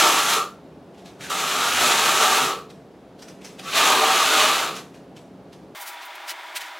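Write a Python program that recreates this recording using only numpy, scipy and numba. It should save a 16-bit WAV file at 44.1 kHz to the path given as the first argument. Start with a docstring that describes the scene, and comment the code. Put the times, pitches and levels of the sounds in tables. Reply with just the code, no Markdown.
"""Wet mortar is spread with a notched steel trowel on a ceiling board in a small bathroom.
Low ventilation rush, coloured noise with duct resonances, runs throughout, with a faint high whine until the cut.
Three strokes: sand clicks under the teeth rasp, ring the blade and drum the board; noise bursts smack between.
At 5.75 s a hard cut to fast-forward: higher-pitched rush, scrapes shrunk to brief bright rasps."""
import sys
import numpy as np
from scipy import signal
from scipy.fft import rfft, irfft
from scipy.io import wavfile
from scipy.ndimage import uniform_filter1d
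from numba import njit

SR = 44100
rng = np.random.default_rng(int(sys.argv[2]) if len(sys.argv) > 2 else 0)


def output_pcm(signal):
    """Save a mono or channel-first signal as 16-bit PCM at the path in sys.argv[1].

    Samples are clipped to [-1, 1] before scaling.
    """
    pcm = np.clip(np.atleast_2d(signal).T, -1, 1) * 32767
    wavfile.write(sys.argv[1], SR, np.round(pcm).astype(np.int16))


N = 299439
T = np.arange(N) / SR
HZ = np.maximum(np.arange(N + 1) * SR / (2 * N), 1)

# Spectral tables feed power-normalized filters: only their relative levels count.
# ventilation rush, normal and fast-forward: (frequency [Hz], density [dB per Hz])
RUSH_SPECTRUM = [(25, -42), (45, -52), (70, -17.5), (95, -13), (125, -6), (190, -3.5), (300, -1.5),
                 (450, -4), (750, -9.5), (1100, -17.5), (2000, -26.5), (3800, -31), (7000, -40),
                 (16000, -50)]
FAST_RUSH_SPECTRUM = [(30, -40), (150, -37), (230, -42), (340, -18), (480, -22), (620, -3.5), (950, -6.5),
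                      (1150, -3.5), (2200, -4.5), (2700, -9), (3550, -9), (4000, -13.5), (6300, -22),
                      (12000, -29.5), (16000, -28)]
# duct resonances before pitch scaling: (frequency [Hz], width [Hz], relative level [dB])
DUCT_MODES = [(72, 24, -15.5), (125.8, 13.4, -12), (162.4, 14.2, -3), (192.1, 11.3, 0.5), (276.3, 20, -7),
              (429, 38, -13), (702, 25, -12)]
RUSH_DB, FAST_RUSH_DB = -43, -39  # before the air and duct gains
WHINE_HZ, WHINE_DB = 10960, -85
# side signal of trowel, rush and fast rush: (frequency [Hz], side re mid [dB])
TROWEL_SIDE = [(60, -22), (110, -24), (200, -33), (380, -32.5), (700, -30.5), (1290, -30), (2380, -28.5),
               (4400, -15), (8120, -13), (15000, -12.5)]
RUSH_SIDE = [(70, -15), (130, -21.5), (700, -19), (1800, -11), (7000, -11.5), (12000, -17)]
FAST_RUSH_SIDE = [(100, -6), (190, -9), (300, -25), (470, -11), (750, -26), (1900, -29), (4600, -24),
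                  (7500, -15), (12000, -11)]

FAST_START_S, SPEED_UP = 5.749, 5
# fast-forward scrapes: (middle [s], half length [s], level [dB], tilt [dB per octave])
FAST_SCRAPES = [(5.768, 0.022, -42, -1), (5.821, 0.022, -36, 2), (5.881, 0.021, -34.5, 0),
                (5.93, .025, -47, -2), (6.028, 0.02, -42, -6.5), (6.06, .012, -43, 7),
                (6.157, .005, -43, 1), (6.3, 0.021, -29.5, -4), (6.568, 0.013, -26.5, -4),
                (6.614, 0.012, -37.5, -5), (6.64, 0.055, -41, -6.5)]

# board flexing under the hand: (middle [s], half length [s], level [dB], frequency [Hz])
FLEXES = [(1.79, .05, -47, 80), (1.85, 0.54, -51, 143), (1.95, 0.38, -45.5, 231), (2.0, .5, -57, 80),
          (2.453, 0.051, -38.5, 150)]

# mortar smacks, light blade touches: (time [s], drive peak [dB], centre [Hz], decay [s])
SMACKS = [(0.9444, -46, 2790, .018), (0.9824, -43, 3370, 0.059), (1.061, -34.5, 3880, 0.027),
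          (1.211, -29, 2400, 0.051), (2.704, -34, 3750, 0.011), (3.193, -37.5, 4050, .016),
          (3.225, -29, 5200, .011), (3.2854, -32.5, 5330, 0.018), (3.4164, -37, 2310, 0.02),
          (3.449, -28, 5770, 0.031), (3.595, -24.5, 2910, 0.011), (3.6416, -28, 5230, 0.0092),
          (4.7614, -23, 5700, .015), (4.9472, -38.5, 2170, 0.024), (5.168, -34.5, 3080, .015),
          (5.532, -35.5, 3630, 0.013)]
# smack crackle colour: (frequency [Hz], density [dB per Hz])
SMACK_SPECTRUM = [(500, 7.5), (1200, 0.5), (2500, 0), (4500, -3.5), (5700, -3.5), (8000, -7),
                  (12000, -13.5), (16000, -22)]
SMACK_RISE_S, SQUELCH_GAIN = 0.0058, 0.46

# scrape colours, teeth, fine hiss and board: (frequency [Hz], density [dB per Hz])
RASP_SPECTRUM = [(900, -43), (1500, 0.5), (1950, -2), (2130, -2), (2500, 0.5), (3200, -0.5), (3850, -0.5),
                 (4200, -3), (4350, -3.5), (5600, -14.5), (8000, -28.5)]
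HISS_SPECTRUM = [(3500, -27), (5200, -2.5), (6300, 0.5), (7400, -1), (9000, -7), (11300, -6.5),
                 (13800, -15.5), (16000, -19)]
BOARD_SPECTRUM = [(30, -58), (55, -38), (80, -27), (110, -32), (160, -20), (235, -10), (420, -3.5),
                  (530, -2), (760, 2.5), (950, 1.5), (1300, 0), (2200, -25)]
# narrow resonances of board and alcove before pitch scaling: (frequency [Hz], relative level [dB])
BOARD_MODES = [(268, -5), (325, -6), (392, 0.5), (450, 2.5), (620, 3), (715, -4), (780, 6), (838, 0.5),
               (894, -9), (924, 6), (988, 0), (1115, 0), (1165, 4)]
# hollow board note, left when the hand lets up
HOLLOW_HZ, HOLLOW_WIDTH_HZ, HOLLOW_DB = 427, 200, 1
# blade bending modes: (multiple of blade resonance [-], width before damping [Hz], level [dB])
BLADE_MODES = [(0.931, 113.4, 0), (0.997, 89.8, 1.5), (1.081, 130, 1), (2.1, 260, -17), (3.5, 220, -17.5)]
BLADE_WANDER = .02  # relative detuning by the grip

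# strokes: (teeth bite [s], attack [s], hand eases [s], release [s], hiss drive re pressure [dB],
#           blade resonance off the paste [Hz], extra ring on lifting [dB])
STROKES = [(0.0, .01, 0.33, 0.19, -1.5, 1286, 15), (1.303, 0.02, 2.4274, 0.24, -3, 1234, 8.5),
           (3.764, .17, 4.62, .25, -5, 1185, 6)]
# hand curve of each stroke:
# (time [s], pressure [dB], board drive re pressure [dB], held blade resonance [Hz])
HAND_1 = [(0.0, -18.5, -2.5, 1320), (0.044, -21, -1, 1212), (0.236, -25, -5, 1256),
          (0.324, -23.5, -5, 1325), (0.345, -21.5, -4.5, 1240)]
HAND_2 = [(1.32, -30, -2, 1250), (1.364, -29, -5, 1300), (1.586, -26.5, -4, 1250), (1.74, -23.5, -5, 1337),
          (1.854, -19.5, -5.5, 1297), (1.974, -23.5, -4.5, 1220), (2.206, -22, -2, 1230),
          (2.342, -23, -3.5, 1146), (2.4, -23.5, -2, 1350)]
HAND_3 = [(3.77, -20, -7, 1167), (3.842, -19.5, -4, 1196), (3.98, -23, -0.5, 1190),
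          (4.138, -22, -3.5, 1278), (4.236, -21, -5, 1240), (4.324, -21.5, -5, 1365),
          (4.416, -19.5, -4.5, 1150), (4.62, -27, -3, 1247)]
# teeth skimming the paste:
# (middle [s], half length [s], rasp drive [dB], ring drive re rasp [dB], blade resonance [Hz])
SKIMS = [(1.25, .037, -39, -2, 1596), (3.684, 0.042, -47, 6, 1185), (4.777, 0.028, -42, -13, 1190)]
CONTACT_RANGE_DB, RELEASE_EXPONENT = 40.5, 1.38  # drop per attack or release time; slow start of lift
BOARD_LINGER_DB, HISS_LOSS_DB = 9.5, -7  # re pressure over one release, as the blade slows
REGRIP_S = 0.037  # held pitch to free pitch
FREED_SHARE = 0.53  # share of the release the steel takes to come free
RING_OFFSET_DB = 1.5  # ring drive re board drive
RING_DAMPING, FIRM_DB = 0.28, -24  # dB soaked up by the paste per dB of pressure above FIRM_DB
LANDING_S, LANDING_DB = 1.299, -31  # blade set flat on the board; drive level
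RASP_DB = 0.54
TOP_HZ = 15900


def undb(db):
    """Decibels to gain."""
    return 10 ** (np.asarray(db) / 20)


def unit(x):
    """Scale to rms 1."""
    return x / np.sqrt(np.mean(x ** 2))


def shape(points):
    """Gain over HZ, interpolated in dB on log frequency."""
    hz, db = np.transpose(points)
    return undb(np.interp(np.log(HZ), np.log(hz), db))


def resonance(hz, width_hz):
    """Response of one damped mode, 1 at its centre."""
    return 1 / (1 + 1j * (HZ / hz - hz / HZ) * hz / width_hz)


def colour(x, response):
    """Filter by a frequency response."""
    return irfft(rfft(x, 2 * N) * response)[:N]


def radiate(x, response):
    """Colour a broadband drive, keeping its power."""
    return colour(x, response / np.sqrt(np.mean(np.abs(response) ** 2)))


def walk(rate_hz):
    """Random levels held 1 / rate_hz s, smoothed twice; spread near 1."""
    hold = int(SR / rate_hz)
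    steps = np.repeat(rng.standard_normal(N // hold + 1), hold)
    return 1.3 * uniform_filter1d(uniform_filter1d(steps, hold), hold)[:N]


def swell(middle_s, half_s):
    """Bell-shaped rise and fall."""
    return np.exp(-((T - middle_s) / half_s) ** 2)


@njit
def moving_band(x, hz, width_hz):
    """State-variable band-pass whose centre moves every sample."""
    y, band, low = np.empty(len(x)), 0., 0.
    for i in range(len(x)):
        g, k = np.tan(np.pi * hz[i] / SR), width_hz / hz[i]
        v = (band + g * (x[i] - low)) / (1 + g * (g + k))
        band, low, y[i] = 2 * v - band, low + 2 * g * v, k * v
    return y


def grit(rate_hz, spread_db, paste=0.36):
    """Randomly timed clicks of uneven sand grains over the smooth noise of smeared paste."""
    size = undb(spread_db * np.minimum(rng.exponential(size=N), 5))
    clicks = (rng.random(N) < rate_hz / SR) * size * rng.choice([-1, 1], N)
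    return unit(unit(clicks) + paste * rng.standard_normal(N))


def room(x, t60_s=.3, gap_s=.004, size=8192):
    """Short dense tail of close bare walls; its pattern changes as hand and body move."""
    t = T[:SR // 2]
    decay = undb(-60 * t / t60_s) * (t > gap_s)
    window = np.sin(np.pi * np.arange(size) / size)
    padded = np.pad(x, (size, 2 * size + len(t)))
    out = np.zeros(len(padded))
    # a fresh tail for every half-overlapped block
    for i in range(0, N + size, size // 2):
        echo = signal.fftconvolve(padded[i:i + size] * window, decay * rng.standard_normal(len(t)))
        out[i:i + len(echo)] += echo
    return out[size:size + N] / np.sqrt(np.sum(decay ** 2))


def indoors(x, t60_s, wet_db):
    """Direct sound plus room tail, at the same total power."""
    return (x + undb(wet_db) * room(x, t60_s)) / np.sqrt(1 + undb(wet_db) ** 2)


def spread(mid, side_levels):
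    """Add a faint, diffuse side signal, with its level set per frequency."""
    side = colour(room(mid, t60_s=.13, gap_s=.0005, size=4096), shape(side_levels))
    return np.array([mid + side, mid - side])


def rush(spectrum, pitch, air_db, duct_db):
    """Moving air as slowly varying noise, plus noise through pitch-scaled duct resonances."""
    duct = sum(undb(db) * resonance(hz * pitch, width_hz * pitch) ** 2
               for hz, width_hz, db in DUCT_MODES)
    level = undb(air_db + 0.61 * walk(5.2))
    air = level * radiate(rng.standard_normal(N), shape(spectrum))
    return air + undb(duct_db) * radiate(rng.standard_normal(N), duct)


def whine():
    """Faint electronic whine: very narrow noise high in the treble, wavering."""
    return undb(WHINE_DB) * radiate(rng.standard_normal(N), resonance(WHINE_HZ, 300) ** 2)


def board_modes(pitch):
    """Summed response of the board and alcove modes, pitch-scaled."""
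    return sum(undb(db) * resonance(hz * pitch, 26 * pitch) ** 2 for hz, db in BOARD_MODES)


def fast_scrapes(low_hz=1300):
    """Sped-up scrapes: brief rasps, board modes pitched up, room tail shrunk."""
    out = 0
    sand = grit(rate_hz=5000, spread_db=0.5)
    low_cut = 1 / (1 + (low_hz / HZ) ** 4)
    body = (1 + 0.39 * np.abs(board_modes(SPEED_UP))) * low_cut
    for s, half_s, db, tilt_db in FAST_SCRAPES:
        tilt = undb(tilt_db * np.log2(HZ / low_hz))
        out = out + undb(db) * radiate(sand * swell(s, half_s), body * tilt)
    return indoors(out, t60_s=0.025, wet_db=-8)


def flex(width_hz=29.0):
    """Low groans of the board bending under the hand: swelling narrow-band noise."""
    out = 0
    for s, half_s, db, hz in FLEXES:
        groan = radiate(rng.standard_normal(N), resonance(hz, width_hz) ** 2)
        out = out + undb(db) * swell(s, half_s) * groan
    return out


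def smacks(squelch_width_hz=2200.):
    """Mortar leaves the steel in short crackles; the closing pocket adds a band-passed squelch."""
    crackles, squelches = 0, 0
    crackle = grit(rate_hz=2500, spread_db=2.5, paste=0.63)
    for s, db, hz, decay_s in SMACKS:
        age = np.where(T < s, (s - T) / SMACK_RISE_S, (T - s) / decay_s)
        burst = crackle * undb(db) * np.exp(-np.minimum(age, 20))
        centre_hz = np.full(N, float(hz))
        crackles = crackles + moving_band(burst, centre_hz, 27000.0)
        squelch = moving_band(burst, centre_hz, squelch_width_hz)
        squelches = squelches + moving_band(squelch, centre_hz, squelch_width_hz)
    crackles = indoors(radiate(crackles, shape(SMACK_SPECTRUM)), t60_s=0.5, wet_db=-2.5)
    squelches = indoors(squelches, t60_s=0.1, wet_db=-3)
    return undb(-8.5) * crackles + SQUELCH_GAIN * squelches


def strokes():
    """Bite, hand curve and lift of each stroke; on lifting the rasp fades first, board and steel later."""
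    controls = np.zeros((5, N))
    for stroke, hand in zip(STROKES, (HAND_1, HAND_2, HAND_3)):
        bite_s, attack_s, ease_s, release_s, hiss_db, free_hz, sing_db = stroke
        s, *columns = np.transpose(hand)
        pressure_db, board_db, held_hz = (np.interp(T, s, column) for column in columns)
        approach = np.clip((bite_s - T) / attack_s, 0, None)
        lift = np.clip((T - ease_s) / release_s, 0, None) ** RELEASE_EXPONENT
        slowed = np.minimum(lift, 1)
        freed = np.clip((T - ease_s) / (FREED_SHARE * release_s), 0, 1)
        loose = np.clip(np.maximum(bite_s - T, T - ease_s) / REGRIP_S, 0, 1)
        pressure = undb(pressure_db - CONTACT_RANGE_DB * (approach + lift))
        soaked_db = RING_DAMPING * (pressure_db - FIRM_DB)
        ring_db = board_db + RING_OFFSET_DB + sing_db * freed - soaked_db
        blade_hz = held_hz + (free_hz - held_hz) * loose
        current = np.array([pressure, board_db + BOARD_LINGER_DB * slowed, ring_db,
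                            hiss_db + HISS_LOSS_DB * slowed, blade_hz])
        # the strongest stroke rules
        controls = np.where(pressure >= controls[0], current, controls)
    return controls


def blade(blade_hz, load, damping=1.06, free=0.54):
    """Steel modes driven by grit: broad when pressed into paste, narrow and singing when eased off."""
    out = 0
    for multiple, width_hz, db in BLADE_MODES:
        hz = multiple * blade_hz
        pressed_hz, eased_hz = damping * width_hz, free * width_hz
        pressed = moving_band(grit(rate_hz=2000, spread_db=2.0), hz, pressed_hz)
        pressed = moving_band(pressed, hz, pressed_hz)
        eased = moving_band(grit(rate_hz=1800, spread_db=2.5), hz, eased_hz)
        eased = moving_band(eased, hz, eased_hz)
        out = out + undb(db) * (np.sqrt(load) * unit(pressed) + np.sqrt(1 - load) * unit(eased))
    return unit(out)


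def trowel():
    """Teeth catch and slip on sand; the juddering force rasps, rings the blade and shakes the board."""
    pressure, board_db, ring_db, hiss_db, blade_hz = strokes()
    judder = undb(0.55 * walk(170) + 0.63 * walk(35))
    force = pressure * judder

    skim, skim_ring = 0, 0
    for s, half_s, db, skim_ring_db, hz in SKIMS:
        touch = swell(s, half_s)
        skim = skim + undb(db) * touch * judder
        skim_ring = skim_ring + undb(db + skim_ring_db) * touch
        blade_hz = blade_hz + (hz - blade_hz) * touch

    landing_decay = (T >= LANDING_S) * np.exp(-np.abs(T - LANDING_S) / 0.012)
    landing = undb(LANDING_DB) * landing_decay * rng.standard_normal(N)

    rasp_drive = grit(rate_hz=5000, spread_db=0.5, paste=0.7) * (force + skim)
    rasp = radiate(rasp_drive + 0.59 * landing, shape(RASP_SPECTRUM))
    hiss_force = force * undb(hiss_db) + undb(-3.0) * skim
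    hiss_drive = grit(rate_hz=6000, spread_db=0, paste=0.35) * hiss_force
    hiss = radiate(hiss_drive + 0.78 * landing, shape(HISS_SPECTRUM))

    # a skim slides on the paste and moves the board less
    board_force = force * undb(board_db)
    thrust = board_force + undb(-6) * skim
    load = pressure ** 2 / (pressure ** 2 + undb(-28) ** 2)
    slack = 1 / (1 + (pressure / undb(-33)) ** 4)
    drum_drive = grit(rate_hz=2500, spread_db=2.0, paste=0.24) * thrust * (1 - 0.38 * slack)
    drumming = radiate(drum_drive + landing, shape(BOARD_SPECTRUM))
    hollow_drive = grit(rate_hz=3000, spread_db=0.5) * board_force * slack
    hollow = radiate(hollow_drive, resonance(HOLLOW_HZ, HOLLOW_WIDTH_HZ) ** 2)
    boom_drive = grit(rate_hz=2500, spread_db=4.0) * thrust * (1 - 0.49 * slack)
    boom = radiate(boom_drive, board_modes(0.99))

    wandering_hz = blade_hz * (1 + BLADE_WANDER * walk(12))
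    ring = blade(wandering_hz, load) * (force * undb(ring_db) + skim_ring)
    teeth = undb(RASP_DB) * rasp + undb(-0.63) * hiss
    board = undb(-1.0) * drumming + undb(HOLLOW_DB) * hollow + undb(-2.5) * boom
    return teeth + board + undb(0.17) * ring


def scene():
    """Work at normal speed, then a hard cut to fast-forward."""
    air = undb(RUSH_DB) * rush(RUSH_SPECTRUM, 0.97, air_db=-2.5, duct_db=-6.5) + whine()
    work = indoors(trowel() + flex(), t60_s=0.29, wet_db=-7.5) + smacks()
    normal = spread(air, RUSH_SIDE) + spread(work, TROWEL_SIDE)

    fast_air = undb(FAST_RUSH_DB) * rush(FAST_RUSH_SPECTRUM, SPEED_UP, air_db=-1.7, duct_db=-5)
    fast_side = [(hz * SPEED_UP, db) for hz, db in TROWEL_SIDE]
    fast = spread(fast_air, FAST_RUSH_SIDE) + spread(fast_scrapes(), fast_side)
    return np.where(T < FAST_START_S, normal, fast)


def record(dry):
    """Round the highest peaks, then cut steeply above TOP_HZ."""
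    rounded = dry / (1 + (dry / .62) ** 6) ** (1 / 6)
    return signal.sosfilt(signal.ellip(10, .2, 80, TOP_HZ, fs=SR, output="sos"), rounded)


dry = scene()
out = record(dry)
output_pcm(out)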